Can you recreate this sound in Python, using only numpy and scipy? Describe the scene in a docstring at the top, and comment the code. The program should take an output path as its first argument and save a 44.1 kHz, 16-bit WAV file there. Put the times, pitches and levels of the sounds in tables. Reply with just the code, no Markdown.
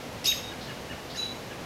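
"""A soft rumble of air and distant traffic runs throughout. A hawk chirps sharply among trees, both sides
of its voice box sounding at once: it sweeps up with a rasp, holds two tones and drops away, and trunks
and leaves scatter the sound. Farther off, faint arched calls begin, with two hissy chips among them.
The hawk chirps again, more softly, and one last far call follows."""
import sys
import numpy as np
from scipy import signal
from scipy.fft import rfft, irfft
from scipy.io import wavfile

SR = 44100
rng = np.random.default_rng(int(sys.argv[2]) if len(sys.argv) > 2 else 0)


def transcribe(signal):
    """Save signal, clipped to [-1, 1], as a 16-bit WAV file at the path in sys.argv[1]."""
    frames = np.atleast_2d(signal).T
    limited = np.clip(frames, -1, 1)
    pcm = np.round(limited * 32767).astype(np.int16)
    wavfile.write(sys.argv[1], SR, pcm)


N = 72765
T = np.arange(N) / SR
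BIN_HZ = np.arange(N // 2 + 1) * SR / N


def from_db(db):
    """Decibels to gain."""
    return 10 ** (np.asarray(db) / 20)


def rms_one(x):
    """Scale to rms 1."""
    return x / np.sqrt(np.mean(x ** 2) + 1e-20)


def at_hz(points, hz):
    """Read a curve on a log-frequency axis."""
    freqs, values = np.transpose(points)
    return np.interp(np.log(np.maximum(hz, 1)), np.log(freqs), values)


def noise(spectrum):
    """Noise coloured by an EQ curve, rms 1."""
    return rms_one(irfft(rfft(rng.standard_normal(N)) * from_db(at_hz(spectrum, BIN_HZ)), N))


def narrow(hz, width_hz):
    """Noise in one steep resonance, rms 1; at 0 Hz a random wobble."""
    resonance = 1 + (2 * (BIN_HZ - hz) / width_hz) ** 2
    return rms_one(irfft(rfft(rng.standard_normal(N)) / resonance, N))


# Colour of the air and traffic: freq_hz, gain_db
AIR_EQ = [(25, -15), (40, -24), (62, -2), (80, -5), (115, 0), (170, -4), (320, -5.5), (480, -4), (800, -8),
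          (1300, -13.5), (2000, -14.5), (4000, -19), (6300, -23.5), (8200, -29.5), (10500, -31.5),
          (13300, -31.5), (15500, -40)]
# Distant engine drone: pitch_hz, level_db
DRONE_TONES = [(122.5, -63), (246, -52.5)]
# Gentle fader ride on the whole bed: time_s, gain_db
BED_RIDE = [(0, 0), (.45, 0), (.7, 0.1), (1, -0.5), (1.35, -0.35), (1.65, -0.3)]


def air_and_traffic():
    """A soft bed of air and far traffic with a faint engine drone."""
    rumble = from_db(-39.5) * noise(AIR_EQ)
    drone = sum(from_db(db) * narrow(hz, width_hz=9.2) for hz, db in DRONE_TONES)
    return from_db(np.interp(T, *np.transpose(BED_RIDE))) * (rumble + drone)


def voice_phase(hz):
    """Running phase of a voice whose pitch wavers by 0.6 percent."""
    return 2 * np.pi * np.cumsum(hz * (1 + .006 * narrow(0, width_hz=540))) / SR


def call_stages(start_s, rise_s, hold_s, fall_s):
    """A call's stage (rise 0-1, hold 1-2, fall 2-3) and a soft gate round it."""
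    stage = np.interp(T, start_s + np.cumsum([0, rise_s, hold_s, fall_s]), np.arange(4))
    return stage, np.clip(np.minimum(stage, 3 - stage) / .08, 0, 1)


# Colour of the rasp: freq_hz, gain_db
RASP_EQ = [(1500, -26), (2600, -2.5), (4000, -7.5), (5300, 2.5), (6600, -9), (7500, -10.5), (10000, -16.5),
           (11400, -10), (13000, -15), (15500, -29)]
# Rough squeaks inside the rasp: pitch_hz, gain_db
RASP_SQUEAKS = [(5100, -8.5), (5530, -9)]
# Envelope of the rasp: stage, gain_db
RASP_ENVELOPE = [(0, -4), (.6, 3), (1, 2), (2, -11), (3, -22)]


def hawk_rasp(stage, level_db):
    """Squeaky grit that bites on the upsweep and fades through the hold."""
    grit = noise(RASP_EQ) + sum(from_db(db) * narrow(hz, width_hz=280) for hz, db in RASP_SQUEAKS)
    return from_db(level_db + np.interp(stage, *np.transpose(RASP_ENVELOPE))) * grit


# Envelopes of the hawk's two voices: stage, low_gain_db, high_gain_db
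VOICE_ENVELOPES = [(0, -23, -17), (.35, -24, -9), (.6, -15, 10), (.76, -13, 1), (1, -5, 1), (1.45, 1, -3.5),
                   (1.7, -1.5, -3), (2, -6, -7), (2.4, -6, -15), (3, -18, -28)]
# The sharp chirp, then the soft one, with levels before the envelopes: start_s, hold_s, low_hz, high_hz,
# dip_share, low_db, high_db, rasp_db, overtones_db, sum_tone_db, glide_vs_hold_db, scatter_db
HAWK_CHIRPS = [(0.241, 0.043, 3808, 6590, .013, -22, -30.5, -32, -39, -58, -0.5, 0.5),
               (1.144, .046, 4023, 6764, 0.0238, -30.5, -42, -51.5, -70, -58, -3.5, 6)]


def hawk_chirp(start_s, hold_s, low_hz, high_hz, dip_share,
               low_db, high_db, rasp_db, overtones_db, sum_tone_db, glide_vs_hold_db):
    """Both sides of the voice box sweep up, hold and drop, mixing into sum and difference tones."""
    rise_s = .032
    stage, gate = call_stages(start_s, rise_s, hold_s, fall_s=.013)
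    age_s = np.clip(T - start_s, 0, rise_s + hold_s)
    hold, fall = np.clip(stage - 1, 0, 1), np.clip(stage - 2, 0, 1)
    dip = 1 - dip_share * np.exp(-((stage - 1.625) / .393) ** 2)   # the pitch dips once in the hold

    def glide(hz, start_ratio, end_ratio, middle_s, width_s):
        sweep = start_ratio + (1 - start_ratio) * (1 + np.tanh((age_s - middle_s) / width_s)) / 2
        return voice_phase(hz * sweep * dip * end_ratio ** fall)
    low = glide(low_hz, start_ratio=.52, end_ratio=.42, middle_s=.0195, width_s=.009)
    sagging_hz = high_hz * (1 - .0123 * hold)
    high = glide(sagging_hz, start_ratio=.52, end_ratio=.88, middle_s=.0192, width_s=.0062)
    stages, low_gain_db, high_gain_db = np.transpose(VOICE_ENVELOPES)
    voices = from_db(low_db + np.interp(stage, stages, low_gain_db)) * np.sin(low)
    voices += from_db(high_db + np.interp(stage, stages, high_gain_db)) * np.sin(high)
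    rough_octave = np.sin(2 * high) * (1 + .63 * narrow(0, width_hz=1600))
    overtones = from_db(overtones_db) * (rough_octave + from_db(-14) * np.sin(3 * low))
    sum_tone = from_db(sum_tone_db) * np.sin(high + low)
    difference_tone = from_db(high_db - 4) * hold * np.sin(high - low)
    held = np.clip((stage - .7) / .25, 0, 1) * (1 - fall) ** 4   # opens as the pitch levels out
    tones = from_db(glide_vs_hold_db * (1.5 - held)) * voices
    tones += held * (overtones + sum_tone + difference_tone)
    return gate * (np.sqrt(2) * tones + hawk_rasp(stage, rasp_db))


# Slaps off groups of trunks: delay_s, gain_db
TRUNK_ECHOES = [(0.036, -18), (0.08, -12.5), (.125, -24), (.182, -26)]
# Reverb time among the trees: freq_hz, t60_s
TREE_DECAY = [(1500, 0.24), (4000, 0.66), (6500, 0.73), (13000, 0.31)]


def among_trees(call, tail_db, scatter_db):
    """A call plus quick scatter off leaves, blurred trunk echoes and a tail longest around 4-7 kHz."""
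    def burst(envelope):
        return rms_one(rng.standard_normal(N) * envelope) / np.sqrt(N)

    def decay(t60_s):
        return burst(from_db(-60 * T / t60_s))
    edges_hz, tail = np.geomspace(1000, 16000, 7), 0
    for low, high in zip(edges_hz, edges_hz[1:]):
        band = signal.butter(2, [low, high], "band", fs=SR, output="sos")
        tail += signal.sosfilt(band, decay(at_hz(TREE_DECAY, np.sqrt(low * high))))
    leaves = from_db(-9) * decay(t60_s=.16)
    trunks = sum(from_db(db) * burst(np.exp(-abs(T - delay_s) / .012)) for delay_s, db in TRUNK_ECHOES)
    trunks = signal.sosfilt(signal.butter(1, 17600, fs=SR, output="sos"), trunks)
    wash = (from_db(tail_db) * tail + leaves) * np.clip(T / .012, 0, 1)
    return call + from_db(scatter_db) * signal.fftconvolve(call, wash + trunks)[:N]


# Faint calls in the distance: start_s, hold_s, low_hz, high_hz, low_db, high_db
DISTANT_CALLS = [(0.507, 0.0094, 1662, 2970, -48, -48.5), (.68, 0.01244, 1780, 2880, -42.5, -44),
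                 (0.896, 0.012, 1780, 2906, -41.5, -41), (1.143, 0.01156, 1770, 2836, -43, -50),
                 (1.5, 0.0097, 1674, 2970, -47.5, -49)]


def far_call(start_s, hold_s, low_hz, high_hz, low_db, high_db):
    """A short, fluttering two-voiced arch whose low voice fades as the pitch falls."""
    stage, gate = call_stages(start_s, rise_s=.008, hold_s=hold_s, fall_s=.019)
    rise, fall = np.clip(stage, 0, 1), np.clip(stage - 2, 0, 1)
    arch = (1 - .14 * (1 - rise) ** 2) * (1 - .3 * fall ** 1.33)
    low = from_db(low_db - 3 * fall) * np.sin(voice_phase(low_hz * arch))
    high = from_db(high_db) * np.sin(voice_phase(high_hz * arch))
    return gate * rise * sum(voice * (1 + .45 * narrow(0, width_hz=220)) for voice in (low, high))


# Hissy chips in the distance: start_s, level_db
CHIP_CUES = [(0.605, -44), (1.093, -44)]
# Colour of their hiss: freq_hz, gain_db
CHIP_EQ = [(2200, -22), (3200, 3), (4000, 8), (5200, 3.5), (6300, -9), (9000, -24)]


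def far_chips(attack_s=.01, t60_s=.66):
    """Far chips, each blurred by distance to a puff of hiss."""
    envelope = 0
    for start_s, level_db in CHIP_CUES:
        attack = np.clip((T - start_s) / attack_s, 0, 1)
        decay_db = 60 * np.maximum(T - start_s - attack_s, 0) / t60_s
        envelope += attack * from_db(level_db - decay_db)
    return envelope * noise(CHIP_EQ)


def scene():
    """One mono mix on both channels; the softer chirp comes more by way of the trees."""
    hawk = sum(among_trees(hawk_chirp(*chirp), tail_db=-8, scatter_db=db) for *chirp, db in HAWK_CHIRPS)
    calls = among_trees(sum(far_call(*call) for call in DISTANT_CALLS), tail_db=-4, scatter_db=0)
    return np.tile(hawk + calls + far_chips() + air_and_traffic(), (2, 1))


def record(dry):
    """A steep high cut at 15.8 kHz."""
    return signal.sosfilt(signal.ellip(12, .1, 80, 15800, fs=SR, output="sos"), dry)


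dry = scene()
out = record(dry)
transcribe(out)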